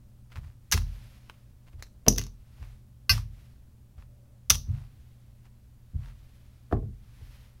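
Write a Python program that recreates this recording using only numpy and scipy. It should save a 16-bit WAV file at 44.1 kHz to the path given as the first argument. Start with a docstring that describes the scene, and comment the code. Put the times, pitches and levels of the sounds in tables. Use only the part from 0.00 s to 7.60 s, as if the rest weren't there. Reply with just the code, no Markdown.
"""Casino chips on a felt table

A dealer picks up casino chips and stacks them on a felt-covered gaming table, indoors. Chips meet in quick runs
of hard contacts: noise cracks, damped chip modes and a rattle, and a short tonal chirp flares with them. Stacks
set down thump the hollow table, made of resonances driven by short pushes. Shaped noise gives the brush of hand
and chips on felt; noise and tones give the ventilation. Contacts carry a small room echo."""
import sys
import numpy as np
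from scipy import signal
from scipy.fft import rfft, irfft, next_fast_len
from scipy.io import wavfile
from scipy.ndimage import map_coordinates

SR = 44100
rng = np.random.default_rng(int(sys.argv[2]) if len(sys.argv) > 2 else 0)


def bounce(signal):
    """Save signal as a 16-bit WAV file at the path given by the first command-line argument."""
    frames = np.transpose(np.atleast_2d(signal))
    limited = np.clip(frames, -1, 1)
    pcm = np.round(limited * 32767).astype(np.int16)
    wavfile.write(sys.argv[1], SR, pcm)


N = 335158  # length in samples

# runs of chip against chip: start_s, contacts, first_gap_s, loss_per_contact_db, crack_db,
# grip (0 loose - 1 held), chip_pitch_hz, chirp_db
CLATTERS = [(0.7148, 3, 0.0038, 2, -35, 0.09, 6320, -42),
            (0.7223, 6, 0.0025, 1.5, -17.5, 0.46, 6000, -23.5), (.776, 2, 0.0011, 1.5, -34, 0.8, 6900, -42),
            (1.8247, 1, 0.0012, 0, -35.5, 0.58, 6000, -45), (2.083, 3, 0.0005, 9, -19, 0, 6200, -43),
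            (2.162, 2, 0.016, -5.5, -43, 0.25, 6050, -53), (2.1826, 2, 0.011, 11.5, -26, 0.21, 6330, -28.5),
            (2.2147, 3, .0236, 4.5, -39, 0.36, 6370, -43), (3.0943, 1, 0, 0, -32, 0.32, 6080, -4),
            (3.104, 3, .006, 1, -35.5, 0.1, 5620, -21), (3.1786, 1, 0, 0, -41, 0.94, 6140, -51),
            (4.4988, 1, 0, 0, -24.5, 0.07, 5900, -40), (4.5023, 3, .0036, 4.5, -11, 0.26, 5890, -31.5),
            (4.521, 2, 0.034, 2, -34.5, 0.15, 5770, -44.5)]
# modes of a loose chip: multiple_of_pitch, level_db, t60_s
CHIP_MODES = [(.86, -6.5, .012), (.945, -2.5, .013), (1, -0.5, 0.017), (1.05, -1, .014), (1.57, -9, .009),
              (1.68, -12, .01), (1.98, -10, 0.0075), (2.07, -13.5, 0.013), (2.15, -14, .011),
              (2.45, -19.5, .007)]
# steady lines of a short tonal chirp: pitch_hz, level_db, t60_s
CHIRP_LINES = [(1153, -6.5, 0.12), (1562, -4, 0.15), (2040, -2, 0.16), (2510, -5, 0.36), (2690, -2.5, .2),
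               (2793, 0.5, 0.12), (4210, -1, .2), (4435, -2.5, 0.4), (4590, 3, .15), (4750, 1, 0.26),
               (5294, 2, 0.45), (5265, 1.5, 0.078), (5350, -1, 0.15), (5950, -3.5, 0.18),
               (6300, -11.5, 0.21), (10300, -8.5, 0.25), (12200, -9, .2), (13420, -5.5, 0.18)]
# colour of the instant of contact: frequency_hz, level_db
CRACK_COLOUR = [(200, -12.5), (550, -10.5), (1100, -2.5), (1700, -2), (3600, 3), (6200, 2), (7500, -7),
                (10000, -3.5), (13000, -10), (16000, -8)]
# colour of a held chip's dull tap: frequency_hz, level_db
TAP_COLOUR = [(250, -14), (700, -7), (1200, 2.5), (1900, -1), (2700, -0.5), (3600, -10), (5500, -14.5),
              (7500, -24), (16000, -28)]
# colour of the rattle after a contact: frequency_hz, level_db
RATTLE_COLOUR = [(300, -12), (1000, -1), (2600, 0.5), (3800, -2.5), (5600, 2), (7200, -10.5), (10500, -8.5),
                 (13500, -8.5), (16000, -18.5)]
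# fingers taking hold of chips: start_s, tap_db, scuff_db, scuff_length_s
GRIPS = [(0.3203, -49.5, -60.5, 0.036), (0.358, -40.5, -63.5, 0.029), (0.372, -42, -58, 0.035),
         (0.452, -64, -65, .12), (1.298, -35.5, -65, .03), (1.677, -57, -65, 0.036),
         (1.731, -62.5, -68.5, 0.028), (1.796, -56, -63, 0.033), (2.066, -32, -55.5, 0.016),
         (2.628, -47, -64, 0.13), (3.987, -58, -68, 0.05), (4.024, -52, -71, 0.046),
         (4.766, -56, -63, 0.18), (5.455, -61, -65, 0.031), (6.059, -50.5, -62, 0.13),
         (6.725, -41, -58, 0.033)]
# colour of chips scuffing in the fingers: frequency_hz, level_db
SCUFF_COLOUR = [(300, 1), (800, 4.5), (1600, 0.5), (2700, -3), (4500, -6), (7000, -12), (16000, -15)]
# blows on the table: start_s, boom_db, brightness_db_per_octave, hard_knock_db
BLOWS = [(0.366, -38, -1.5, -65), (0.744, -26.5, 1.5, -38.5), (1.74, -44.5, -6.5, -66),
         (2.076, -28.5, -0.5, -14.5), (2.183, -40, -2.5, -35.5), (2.61, -40.5, -3.5, -69.5),
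         (3.107, -26, 1, -41.5), (3.98, -47, -3.5, -78), (4.511, -29, 0.5, -48),
         (4.687, -29.5, -0.5, -73.5), (5.945, -33.5, 1, -62), (6.7252, -30.5, 2, -18.5),
         (6.826, -37, 3, -52.5), (7.209, -46, -3.5, -58.5)]
# resonances of the hollow table bed: frequency_hz, width_hz, level_db
BED_RESONANCES = [(44, 3.6, 5.5), (80, 10, -1.5), (109.3, 5.7, -1.5), (136, 7.3, -6.5), (214.7, 15, -20.5)]
# resonances of the board under the felt, struck hard: frequency_hz, width_hz, level_db
BOARD_RESONANCES = [(109, 18, 3.5), (201, 13, 2.5), (250, 30, -2.5), (344, 56, -6.5), (416, 53, -4),
                    (502, 39, -12.5), (602, 29, -20), (696.8, 90, -14), (803, 75, -17.5), (1090, 120, -21),
                    (1700, 400, -30.5)]
# sweeps over the felt: firmest_s, swell_s, fade_s, level_db
SWEEPS = [(0.918, 0.16, 0.36, -62.5), (2.701, 0.24, .07, -69.5), (3.39, .11, 0.15, -70.5),
          (4.752, 0.13, 0.55, -76), (6.3, 0.37, 0.41, -73), (7.36, .28, .16, -64.5)]
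# colour of rubbed cloth: frequency_hz, level_db
FELT_COLOUR = [(200, -12.5), (500, -2.5), (1200, -2.5), (2000, -1), (3500, -3.5), (5500, -7.5),
               (8000, -13.5), (12000, -10.5), (16000, -19)]
# colour of the ventilation's air noise: frequency_hz, level_db
AIR_COLOUR = [(18, -4), (30, -5.5), (45, -4), (62, -2), (80, -2), (100, -10), (125, -6), (150, -18),
              (205, -15), (350, -28.5), (500, -33.5), (1100, -38.5), (2200, -46), (16000, -46)]
# fan and mains tones: frequency_hz, rms_db
HUM_TONES = [(60, -64.5), (120, -57.5), (208, -75.5)]
# decay of the room tail: frequency_hz, t60_s
ROOM_DECAY = [(100, 0.48), (400, .3), (2000, 0.13), (4500, .27), (6000, 0.25), (8000, 0.19), (16000, .25)]

GAP_GROWTH = 1.2  # each gap over the one before, as the chips settle
PITCH_SCATTER = 0.021  # spread of chip pitches, as a fraction
RING_DB, GRIP_DAMPS_DB = 15, 35  # ring of a loose chip over its crack; what a full grip takes from it
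DULL_DB, GRIP_DULLS_DB = -11.5, 18  # dull tap against the crack; what a full grip adds to it
CHIRP_RISE_S, CHIRP_FADE_S = 0.0067, 0.022  # the chirp swells, then fades within tens of milliseconds
RATTLE_DB, RATTLE_RISE_S, RATTLE_T60_S = -16.5, 0.018, 0.21  # rattle: level against the tonal chirp, swell, decay
SCUFF_LAG_S = 0.005  # the scuff is strongest just after the tap
TICKS_PER_S, TICKS_DB = 70, -5  # rims ticking inside a scuff; their level against the rubbing
TOUCH_LEAD_S, TOUCH_BOOM_DB, TOUCH_KNOCK_DB = 0.0125, -5, -18  # light touch against the full weight
SHUDDER_T60_S, LINGER_DB, LINGER_T60_S = 0.23, -9, 0.9  # the frame's shudder and its slow remainder
TOP_HZ = 16000  # band limit


def chips():
    """Each contact cracks and rings two chips as far as the grip allows; with it come a short tonal chirp and a
    rattle."""
    track, t = np.zeros(N), np.arange(SR // 4) / SR
    brief = t[:len(t) // 4]
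    # the chirp swells, then fades within tens of milliseconds
    swelling = 1 - 0.5 * np.exp(-brief / CHIRP_RISE_S)
    fading = np.exp(-(brief / CHIRP_FADE_S) ** 2)
    rattling = fade(t, RATTLE_T60_S) * (1 - np.exp(-t / RATTLE_RISE_S)) ** 2
    for start, count, gap, loss_db, crack_db, grip, chip_hz, chirp_db in CLATTERS:
        cracks, rings, chirps = np.zeros((3, len(t)))
        dull_gain = amp(DULL_DB + GRIP_DULLS_DB * grip)
        ring_gain = amp(RING_DB - GRIP_DAMPS_DB * grip)
        delay = 0
        for k in range(round(count)):
            strength = amp(-loss_db * k)  # a negative loss makes the run grow
            snap = rng.standard_normal(len(brief)) * fade(brief, 0.012)
            crack = burst(coloured(snap, CRACK_COLOUR), ms=1)
            pair_hz = chip_hz * (1 + PITCH_SCATTER * rng.standard_normal(2))
            pair = sum(ring(CHIP_MODES, brief, scatter_db=0.9, detune=0.0023, pitch=hz) for hz in pair_hz)
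            chirp = swelling * fading * ring(CHIRP_LINES, brief, scatter_db=1.5, detune=0.00031)
            rattle = coloured(rng.standard_normal(len(t)) * rattling, RATTLE_COLOUR)
            add(cracks, delay, strength * (crack + dull_gain * tap(brief)))
            add(rings, delay, strength * ring_gain * burst(pair, ms=1))
            add(chirps, delay, strength * burst(chirp, ms=1))
            add(chirps, delay, strength * amp(RATTLE_DB) * burst(rattle, ms=1))
            delay += gap * GAP_GROWTH ** k
        cracks = echoed(cracks, near_db=-6.5, near_t60=0.05, wall_db=-19.5, room_db=-11)
        rings = echoed(rings, near_db=-12, near_t60=0.074, wall_db=-26, room_db=-14)
        add(track, start, amp(crack_db) * cracks)
        add(track, start, amp(crack_db) * rings)
        add(track, start, amp(chirp_db) * chirps)
    return track


def fingers():
    """Fingers damp the chips they take: a dull tap and a grainy scuff with small ticks, none of which ring."""
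    taps, scuffs, t = np.zeros(N), np.zeros(N), np.arange(SR // 16) / SR
    # the rims catch and slip hundreds of times a second
    rubbing = unit(noise(SCUFF_COLOUR) * amp(1.3 * wobble(500)))
    clicks = (rng.random(N) < TICKS_PER_S / SR) * rng.uniform(0.5, 1, N)
    ticks = unit(coloured(clicks, TAP_COLOUR))
    for start, tap_db, scuff_db, length in GRIPS:
        heard_tap = echoed(tap(t), near_db=-8.5, near_t60=0.05, wall_db=-21.5, room_db=-16.5)
        add(taps, start, amp(tap_db) * heard_tap)
        scuffs += amp(scuff_db) * swell(start + SCUFF_LAG_S, length / 2, length / 2)
    return taps + scuffs * (rubbing + amp(TICKS_DB) * ticks)


def tap(t):
    """The dull tick of a chip that the fingers keep from ringing: a click and brief noise, coloured."""
    contact = rng.standard_normal(len(t)) * fade(t, 0.007) + 3 * signal.unit_impulse(len(t))
    return burst(coloured(contact, TAP_COLOUR), ms=1)


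def table():
    """A light touch, then the full weight: each booms in the hollow bed and knocks on the felted board."""
    track, t = np.zeros(N), np.arange(3 * SR // 4) / SR
    # the felt softens the knock; the heavy bed follows only slow pushes
    cushion = signal.butter(2, 1350, fs=SR, output="sos")
    inertia = signal.butter(2, 380, fs=SR, output="sos")
    # the push comes back from the frame and legs as a dying shudder
    dying = fade(t, SHUDDER_T60_S) + amp(LINGER_DB) * fade(t, LINGER_T60_S)
    for start, boom_db, tilt_db, knock_db in BLOWS:
        push = echoed(signal.unit_impulse(SR // 100), near_db=-2, near_t60=0.04, wall_db=-17.5, room_db=-7)
        board = resonant(signal.sosfilt(cushion, push), tilted(BOARD_RESONANCES, tilt_db))
        knock = amp(knock_db) * burst(board, ms=10)
        touch = (start - TOUCH_LEAD_S, TOUCH_BOOM_DB, TOUCH_KNOCK_DB)
        full_weight = (start, 0, 0)
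        for when, bed_db, board_db in [touch, full_weight]:
            shudder = rng.standard_normal(len(t)) * dying
            shudder = shudder / np.linalg.norm(shudder)
            shove = signal.sosfilt(inertia, signal.unit_impulse(len(t)) + shudder)
            boom = burst(resonant(shove, tilted(BED_RESONANCES, tilt_db)), ms=100)
            add(track, when, amp(boom_db + bed_db) * boom)
            add(track, when, amp(board_db) * knock)
    return track


def tilted(modes, db_per_octave):
    """The place and hardness of a blow decide which resonances it favours."""
    lowest_hz = modes[0][0]
    return [(hz, width, db + db_per_octave * np.log2(hz / lowest_hz)) for hz, width, db in modes]


def felt():
    """Hand and chips sweep the cloth with uneven pressure; between sweeps the sleeve barely rustles."""
    sweeps = sum(amp(db) * swell(firmest, rise, fall) for firmest, rise, fall, db in SWEEPS)
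    pressure = amp(-82) + sweeps
    return pressure * amp(0.9 * wobble(54)) * noise(FELT_COLOUR)


def ventilation():
    """Low rumble and faint hiss, with slightly unsteady fan and mains tones."""
    t = np.arange(N) / SR
    hum = sum(amp(db) * unit(np.sin(2 * np.pi * hz * t + 0.22 * wobble(1.9))) for hz, db in HUM_TONES)
    # a narrow midrange whirr comes and goes
    whirr = unit(resonant(rng.standard_normal(N), [(579, 45, 0)]) * amp(3.1 * wobble(3.4)))
    return hum + amp(-81) * whirr + amp(-54.5) * noise(AIR_COLOUR)


def echoed(x, near_db, near_t60, wall_db, room_db):
    """x with quick scatter off the table's rails, a smeared answer from the walls and a room tail."""
    t = np.arange(SR // 3) / SR
    # the tail decays at its own rate in each frequency band
    hz, frames, bands = signal.stft(rng.standard_normal(len(t)), SR, nperseg=256)
    bands = bands * fade(frames, along(ROOM_DECAY, hz)[:, None])
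    tail = signal.istft(bands, SR, nperseg=256)[1][:len(t)]
    tail = tail * (1 - np.exp(-t / 0.0027))
    near = rng.standard_normal(len(t)) * fade(t, near_t60) * (1 - np.exp(-t / 0.00022))
    wall = rng.standard_normal(len(t)) * np.exp(-np.abs(t - 0.043) / 0.004)
    parts = [(near_db, near), (wall_db, wall), (room_db, tail)]
    answer = sum(amp(db) * part / np.linalg.norm(part) for db, part in parts)
    answer[0] += 1  # the direct sound
    return signal.fftconvolve(x, answer)


def ring(modes, t, scatter_db, detune, pitch=1):
    """Damped modes, scaled by pitch; strengths and frequencies vary at random from one ring to the next."""
    hz, db, t60 = np.transpose(modes)[:, :, None]
    strength, shift, sign = rng.standard_normal((3, len(modes), 1))
    mode_hz = pitch * hz * (1 + detune * shift)
    waves = np.sign(sign) * np.sin(2 * np.pi * mode_hz * t)
    return np.sum(amp(db + scatter_db * strength) * fade(t, t60) * waves, axis=0)


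def resonant(x, modes):
    """x through a body with the given (Hz, width Hz, dB) resonances, alternating in polarity."""
    def response(f):
        total = 0
        for k, (centre, width, db) in enumerate(modes):
            damping = 1j * f * width
            total = total + (-1) ** k * amp(db) * damping / (centre ** 2 - f ** 2 + damping)
        return total
    return filtered(x, response)


def noise(spectrum):
    """Steady coloured noise of rms 1."""
    return unit(filtered(rng.standard_normal(N), lambda hz: amp(along(spectrum, hz))))


def coloured(x, spectrum, size=2048):
    """x through a causal minimum-phase filter with the given spectrum, so attacks stay sharp."""
    cepstrum = irfft(np.log(amp(along(spectrum, np.fft.rfftfreq(size, 1 / SR)))))
    # folding the cepstrum forward makes the filter minimum phase
    cepstrum[1:size // 2] *= 2
    cepstrum[size // 2 + 1:] = 0
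    return signal.fftconvolve(x, irfft(np.exp(rfft(cepstrum))))[:len(x)]


def filtered(x, response):
    """x times a response of frequency."""
    m = next_fast_len(len(x) + SR // 2)
    return irfft(rfft(x, m) * response(np.fft.rfftfreq(m, 1 / SR)), m)[:len(x)]


def along(points, hz):
    """(Hz, value) points interpolated on a log frequency axis."""
    f, v = np.transpose(points)
    return np.interp(np.log(hz + 1), np.log(f + 1), v)


def swell(s, rise, fall):
    """A smooth hump that peaks at s, with rise and fall times in seconds."""
    t = np.arange(N) / SR - s
    return np.exp(-(t / np.where(t < 0, rise, fall)) ** 2)


def wobble(rate):
    """A smooth random curve, rate knots a second."""
    return map_coordinates(rng.standard_normal(int(N * rate / SR) + 4), [np.arange(N) * rate / SR])


def fade(t, t60):
    """A decay of 60 dB in t60 seconds."""
    return 10 ** (-3 * t / t60)


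def amp(db):
    """Decibels to linear gain."""
    return 10 ** (np.asarray(db) / 20)


def unit(x):
    """x at rms 1."""
    return x / np.sqrt(np.mean(x ** 2) + 1e-20)


def burst(x, ms):
    """x with the energy of ms milliseconds at rms 1."""
    return unit(x) * np.sqrt(ms * SR / 1000 / len(x))


def add(track, s, x):
    """Mix x into the track at time s in seconds."""
    part = track[round(s * SR):][:len(x)]
    part += x[:len(part)]


def scene():
    """Chips, hands and table over the ventilation, at one microphone."""
    return (chips() + fingers() + table() + felt() + ventilation())[None]


def record(dry):
    """The microphone clips at full scale; a steep low-pass then cuts the top of the band."""
    clipped = np.clip(dry[0], -1, 1)
    return filtered(clipped, lambda hz: 1 / (1 + (hz / TOP_HZ) ** 120))[None]


dry = scene()
out = record(dry)
bounce(out)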